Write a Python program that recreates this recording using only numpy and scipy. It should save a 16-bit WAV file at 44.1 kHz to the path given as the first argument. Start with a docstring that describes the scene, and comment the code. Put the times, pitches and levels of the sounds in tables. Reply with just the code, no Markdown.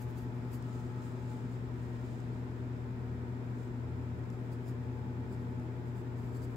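"""A graphite pencil shades a sketchbook page in short, light strokes, close to two microphone ports.
First come quick, fizzy strokes; then the hand slides over the page, the forearm rubs and the pad knocks softly.
After a quieter gap with one more slide, faint shading and firmer strokes return; the point ticks now and then.
Strokes and skin are random slips over paper fibres, shaped by speed curves; ticks and the knock are short decays.
Throughout, sines make mains hum, motor tones, a whine and a drone that climbs once; noise makes the room's air."""
import sys
import numpy as np
from scipy.fft import rfft, irfft, next_fast_len
from scipy.io import wavfile
from scipy.ndimage import map_coordinates

SR = 44100
rng = np.random.default_rng(int(sys.argv[2]) if len(sys.argv) > 2 else 0)


def log_audio(samples):
    """Write samples as a 16-bit WAV file to the path given in sys.argv[1]."""
    # one column per channel
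    frames = np.atleast_2d(samples).T
    # limit to full scale, then quantise
    limited = np.clip(frames, -1, 1)
    pcm = np.round(limited * 32767).astype(np.int16)
    wavfile.write(sys.argv[1], SR, pcm)


N = 289296

# how alike left and right are for sounds on the page: f/Hz, likeness (1 = the same)
PAGE_LIKENESS = [(1500, 0.11), (4000, 0.23), (7000, .4), (11000, 0.97)]


def pencil():
    """Each stroke speeds up and slows down and rings the shaft; the lead's sharp edge adds a high fizz."""
    # pencil strokes: middle t/s, length/s, level/dB
    strokes = [(0.021, 0.049, -68), (.102, .046, -78), (.184, .042, -69.5), (.235, .045, -78),
               (.37, .06, -84), (.46, .04, -84), (.546, 0.049, -66.5), (4.34, .05, -76), (4.45, .045, -79),
               (4.533, .036, -68), (4.687, 0.055, -65), (5.33, .045, -71), (5.41, .056, -76),
               (5.88, 0.056, -76.5), (5.985, .053, -71.5), (6.195, .042, -71.5), (6.275, .08, -75),
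               (6.363, .052, -66), (6.437, .042, -64), (6.52, .075, -75)]
    # colour of graphite on paper: f/Hz, relative level/dB
    graphite = [(1000, -18), (3500, -3), (4700, 3), (6500, 0), (8000, 0), (10200, -2), (11500, -3),
                (15500, -7)]
    # resonances of the shaft and lead: f/Hz, width/Hz, left gain/dB, right gain/dB
    shaft = [(4570, 350, 3.5, 9), (5630, 450, -5, -3), (6900, 300, 0, -6), (7600, 350, 7, -3.5),
             (9000, 500, -5, -7), (10200, 450, 2, 2), (15200, 500, 3, 12)]
    # colour of the sharp edge's fizz: f/Hz, relative level/dB
    edge_colour = [(1200, -18), (2400, 1), (3500, -7), (4600, -16), (6500, -4.5), (8500, -14), (9800, -2),
                   (11200, -15), (13400, 1), (15500, -12)]
    # how alike left and right are in the fizz: f/Hz, likeness (1 = the same)
    edge_likeness = [(3000, .1), (12000, 0.66), (15000, .7)]
    # the pencil starts upright on its sharp edge, then is laid flatter; fizz levels are relative to the stroke
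    regrip_s, upright_fizz_db, flat_fizz_db = 1.2, 5, -11

    speed = sum(amp(db) * sweep(middle, length) for middle, length, db in strokes)
    speed = speed + light_shading()
    fizz = speed * amp(np.where(seconds() < regrip_s, upright_fizz_db, flat_fizz_db))
    pressure = amp(1.4 * wobble(110))

    body = stereo(tooth(rate=22000, spread_db=1.5), graphite, PAGE_LIKENESS)
    body = filtered(body, lambda hz: bells(shaft, hz))
    body = off_the_hand(body, share=0.4, delay=0.0006, sway=0.25)

    edge = stereo(tooth(rate=26000, spread_db=3.0), edge_colour, edge_likeness)
    edge = off_the_hand(edge, share=0.38, delay=0.00038, sway=0.18)
    return pressure * (speed * body * pan(-0.3) + fizz * edge)


def light_shading():
    """The speed of the faint, loosely regular to-and-fro of the point."""
    start_s, strokes_per_s, flick_s = 4.1, 6.5, 0.048
    level_db, scatter_db = -85, 3
    beats = np.arange(start_s, N / SR, 1 / strokes_per_s)
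    chance = rng.standard_normal((len(beats), 2))
    speed = np.zeros(N)
    for beat, (late, force) in zip(beats, chance):
        middle = beat + 0.2 * late / strokes_per_s
        speed += amp(level_db + scatter_db * force) * sweep(middle, flick_s)
    return speed


def ticks():
    """The point lands with a dry click that the pad damps at once, by 60 dB in 13 ms."""
    # the point touches the page: t/s, level/dB
    touches = [(0.625, -58), (.903, -66), (2.202, -61), (4.190, -65), (4.239, -67), (4.302, -60),
               (4.919, -69), (5.599, -64)]
    # colour of the click: f/Hz, relative level/dB
    click = [(1500, -15), (4000, -6), (5200, 5), (6500, -1), (8000, -4), (15500, -12)]
    blows = np.zeros(N)
    for start, db in touches:
        age = seconds() - start
        blows += (age >= 0) * amp(db - 60 * np.abs(age) / 0.013)
    return blows * stereo(rng.standard_normal((2, N)), click, PAGE_LIKENESS)


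def hand():
    """Skin brushes the page on the right, the heel of the hand drags, and the forearm rubs dully on the desk."""
    # the hand slides to a new place on the page: middle t/s, length/s, level/dB
    slides = [(.76, 0.3, -72.5), (1.06, 0.12, -69), (1.31, 0.2, -71), (1.53, .08, -77), (1.837, .1, -79),
              (2.09, 0.35, -75), (3.61, .15, -76)]
    # colour of skin on paper: f/Hz, relative level/dB
    skin_colour = [(800, -21), (2300, 1.5), (3500, 3), (5600, -2.5), (6400, -2.5), (8500, -6),
                   (11200, -9.5), (11900, -13), (15500, -7.5)]
    # colour of the dragging heel: f/Hz, relative level/dB
    heel_colour = [(1200, -19), (2400, 1), (3500, 2.5), (5200, -5), (7000, -13), (12000, -23)]
    # colour of the forearm's rub: f/Hz, relative level/dB
    sleeve_colour = [(300, -15), (900, -13), (1300, 23), (1700, -18), (4000, -20), (10000, -53)]
    resting_skin_db = -85  # the resting hand never lies quite still
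    # the extra drag of the heel fades out around the settling time
    heel_db, settle_s, settling_s, resting_heel_db = -77.5, 2.7, 0.14, -82
    heel_in_slide_db = -15  # each slide presses the heel too, relative to the skin
    arm_s, arm_length_s, arm_db = 0.8, 1.0, -63.5  # one shift of the forearm

    skin = stereo(tooth(rate=12000, spread_db=1.5), skin_colour, PAGE_LIKENESS)
    skin = off_the_hand(skin, share=0.22, delay=0.000885, sway=0.091)
    heel = stereo(rng.standard_normal((2, N)), heel_colour, PAGE_LIKENESS)
    sleeve = stereo(rng.standard_normal((2, N)), sleeve_colour, PAGE_LIKENESS)

    slide = sum(amp(db) * sweep(middle, length) for middle, length, db in slides)
    drag = amp(resting_heel_db) + amp(heel_db) * (1 - after(settle_s, settling_s))
    drag = drag + amp(heel_in_slide_db) * slide
    shift = amp(arm_db + 1.7 * wobble(8.6)) * sweep(arm_s, arm_length_s)

    brushing = (slide + amp(resting_skin_db)) * amp(0.93 * wobble(34.97)) * skin * pan(-5.5)
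    dragging = drag * amp(wobble(12)) * heel * pan(0.69)
    rubbing = shift * sleeve * pan(3.7)
    return brushing + dragging + rubbing


def off_the_hand(x, share, delay, sway):
    """A reflection from the moving hand, about delay seconds late, cuts shifting notches, different at each port."""
    now = seconds()
    echo = []
    for side in x:
        lag = delay * np.exp(sway * wobble(3))
        echo.append(map_coordinates(side, [(now - lag) * SR]))
    return unit(x + share * np.array(echo))


def bump():
    """A fingertip drops on the pad as the grip changes: a soft, quickly damped knock."""
    start_s, level_db, pitch_hz = 1.2775, -40, 520
    ring_s = 0.018  # time to die away by 60 dB
    age = np.maximum(seconds() - start_s, 0)
    return amp(level_db - 60 * age / ring_s) * np.sin(2 * np.pi * pitch_hz * age) * pan(-1)


def appliance():
    """Steady mains hum, wavering motor tones and a narrow, airy whine that comes and goes."""
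    # mains hum: multiple of the mains frequency, left level/dB, right level/dB
    hum_tones = [ (2, -38.5, -45), (4, -50.5, -51), (6, -59, -61), (8, -62.5, -68), (10, -79.5, -69)]
    # tones of the appliance motor and its casing: f/Hz, level/dB
    motor_tones = [(58.2, -68), (130.2, -53.5), (162.2, -60.5), (196.2, -62), (210.8, -67.5), (250, -57),
                   (268.9, -59), (390.2, -67.5), (395.3, -67)]
    # spells in which the whine stands out: start t/s, end t/s, level/dB added to the faint whine
    whine_spells = [(-.5, 1.4, -67), (4.9, 6, -67)]
    mains_hz, whine_hz = 60.03, 860
    faint_whine_db, whine_fade_s = -71.5, 0.11

    hum = sum(amp([[left], [right]]) * tone(multiple * mains_hz, drift=0.039, rate=4.0)
              for multiple, left, right in hum_tones)
    motor = sum(amp(db + 1.2 * wobble(1.65)) * tone(hz, drift=0.39, rate=1.5)
                for hz, db in motor_tones)

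    airy = filtered(rng.standard_normal((2, N)), lambda hz: 1 / (1 + ((hz - whine_hz) / 12) ** 2))
    whine = unit(tone(whine_hz, drift=0.9, rate=9) + 0.45 * unit(airy))
    spells = sum(amp(db) * (after(start, whine_fade_s) - after(end, whine_fade_s))
                 for start, end, db in whine_spells)
    loudness = (amp(faint_whine_db) + spells) * amp(2.1 * wobble(6))
    return hum + motor * pan(1.5) + loudness * whine * pan(3.4)


def room():
    """Air noise coloured by the room, and a deep drone that swells and dips and climbs once in pitch."""
    # moving air in the room: f/Hz, relative level/dB
    air_colour = [(22, -32), (42, -13), (70, -4), (115, -1), (210, -4), (420, -8.5), (540, -17), (900, -17),
                  (1600, -23), (2500, -28), (2850, -33.5), (4200, -39), (9500, -55), (15500, -53.5)]
    # how alike left and right are in the air noise: f/Hz, likeness (1 = the same, 0 = unrelated)
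    air_likeness = [(25, .85), (70, 0.99), (300, 0.92), (640, 0.3), (1400, -0.17), (3100, -0.0041),
                    (7000, -0.026), (11000, 1), (15000, 0.87)]
    # room resonances: f/Hz, width/Hz, left gain/dB, right gain/dB
    resonances = [(142, 6.6, -4.5, -3), (224, 3.1, 0, -9), (254.2, 13.4, 6, 6.5), (281, 11, -8, -1.5),
                  (333, 9, 1, 2), (377, 22, 2.5, 5), (460.4, 16, -5, 7.5), (626, 18, 4.5, 4),
                  (964, 8.1, -8.5, 5.5), (1060, 200, -1, -3), (3470, 530, 2.5, 0)]
    # the deep drone before a lift of 2 dB: t/s, level/dB
    drone_levels = [(2.25, -57), (3.14, -47), (3.56, -64), (3.94, -45), (4.18, -45), (4.37, -63),
                    (4.81, -48), (6.2, -53), (6.31, -68), (6.44, -48), (6.56, -64)]
    draught_db, draught_db_per_s = -1.5, 0.34  # the draught slowly gains low-mid body
    low_hz, high_hz, climb_from_s, climb_hz_per_s = 74.5, 86.4, 1.7, 5

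    air = amp(-46.0) * stereo(rng.standard_normal((2, N)), air_colour, air_likeness)
    air = filtered(air, lambda hz: bells(resonances, hz) * standing_waves(hz, depth_db=3.0, spacing_hz=25.08))
    body = filtered(air, lambda hz: np.exp(-((hz - 400) / 130) ** 2))
    air = air + (amp(draught_db + draught_db_per_s * seconds()) - 1) * body

    pitch = np.clip(low_hz + climb_hz_per_s * (seconds() - climb_from_s), low_hz, high_hz)
    phase = 2 * np.pi * np.cumsum(pitch) / SR + 0.11 * wobble(6)
    drone = amp(curve(drone_levels) + 2.0) * np.sin(phase)
    return air + drone * pan(1.6)


def standing_waves(hz, depth_db, spacing_hz):
    """Crowded room modes ripple the midrange, differently at each port."""
    knots = int(hz[-1] / spacing_hz) + 4
    ripple = [map_coordinates(rng.standard_normal(knots), [hz / spacing_hz]) for port in 'LR']
    reach = np.interp(hz, [500, 1000, 2000, 3000], [0, 1, 1, 0])
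    return amp(depth_db * np.array(ripple) * reach)


def tooth(rate, spread_db):
    """Tiny slips over the paper's fibres: random impacts of uneven size, rate a second."""
    slips = rng.poisson(rate / SR, N)
    sizes = np.sqrt(slips) * amp(spread_db * rng.standard_normal(N))
    return sizes * rng.standard_normal((2, N))


def sweep(middle, length):
    """The speed of one movement: it gathers, peaks at 1 and dies away."""
    return 1 / (1 + ((seconds() - middle) / (0.66 * length)) ** 2) ** 2


def after(start, fade):
    """A soft step from 0 to 1 around start; a larger fade (in seconds) makes it slower."""
    return 0.5 + 0.5 * np.tanh((seconds() - start) / (2 * fade))


def tone(hz, drift, rate):
    """A sine of rms 1 whose phase wanders by about drift radians, rate knots a second."""
    return np.sqrt(2) * np.sin(2 * np.pi * (hz * seconds() + rng.random()) + drift * wobble(rate))


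def stereo(pair, spectrum, alike):
    """Two unrelated signals become a coloured, partly alike left and right of rms 1."""
    def response(hz):
        # this angle sets how much the two sides share
        turn = np.arccos(np.clip(along(alike, hz), -1, 1)) / 2
        return amp(along(spectrum, hz)) * [np.cos(turn), np.sin(turn)]
    mid, side = filtered(pair, response)
    return unit(np.array([mid + side, mid - side]))


def bells(rows, hz):
    """Left and right gain of a set of bell-shaped peaks and dips."""
    gain_db = 0
    for centre, width, left, right in rows:
        gain_db = gain_db + np.outer([left, right], np.exp(-((hz - centre) / width) ** 2))
    return amp(gain_db)


def filtered(x, response):
    """Scale each frequency of x by the response."""
    size = next_fast_len(N + 8192)
    hz = np.fft.rfftfreq(size, 1 / SR)
    return irfft(rfft(x, size) * response(hz), size)[..., :N]


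def wobble(rate):
    """A smooth random curve, rate knots a second."""
    knots = rng.standard_normal(int(N * rate / SR) + 4)
    return map_coordinates(knots, [seconds() * rate])


def along(points, hz):
    """Read (frequency, value) points on a log frequency axis."""
    f, v = np.transpose(points)
    return np.interp(np.log(hz + 1), np.log(f + 1), v)


def curve(rows):
    """Turn (time, value) rows into one value per sample."""
    return np.interp(seconds(), *np.transpose(rows))


def pan(db):
    """Left and right gains for a left-minus-right level in dB."""
    return amp([[db / 2], [-db / 2]])


def amp(db):
    """Turn decibels into an amplitude factor."""
    return 10 ** (np.asarray(db) / 20)


def unit(x):
    """Scale x to an rms of 1."""
    return x / np.sqrt(np.mean(x ** 2) + 1e-20)


def seconds():
    """The time of every sample in seconds."""
    return np.arange(N) / SR


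def scene():
    """Pencil and hand close by, the humming room behind them."""
    return pencil() + ticks() + hand() + bump() + appliance() + room()


def record(dry):
    """Each port colours the treble in its own way; nothing is kept above the band limit."""
    # resonances of the two microphone ports: f/Hz, width/Hz, left gain/dB, right gain/dB
    ports = [(3110, 890, -0.5, -6.5), (4450, 250, 0, -5), (5090, 350, 3, 2), (5850, 220, 0.5, -6),
             (7490, 1270, 0.5, 9), (8570, 300, -10, -1.5)]
    top_hz = 15750
    return filtered(dry, lambda hz: bells(ports, hz) * (hz < top_hz))


dry = scene()
out = record(dry)
log_audio(out)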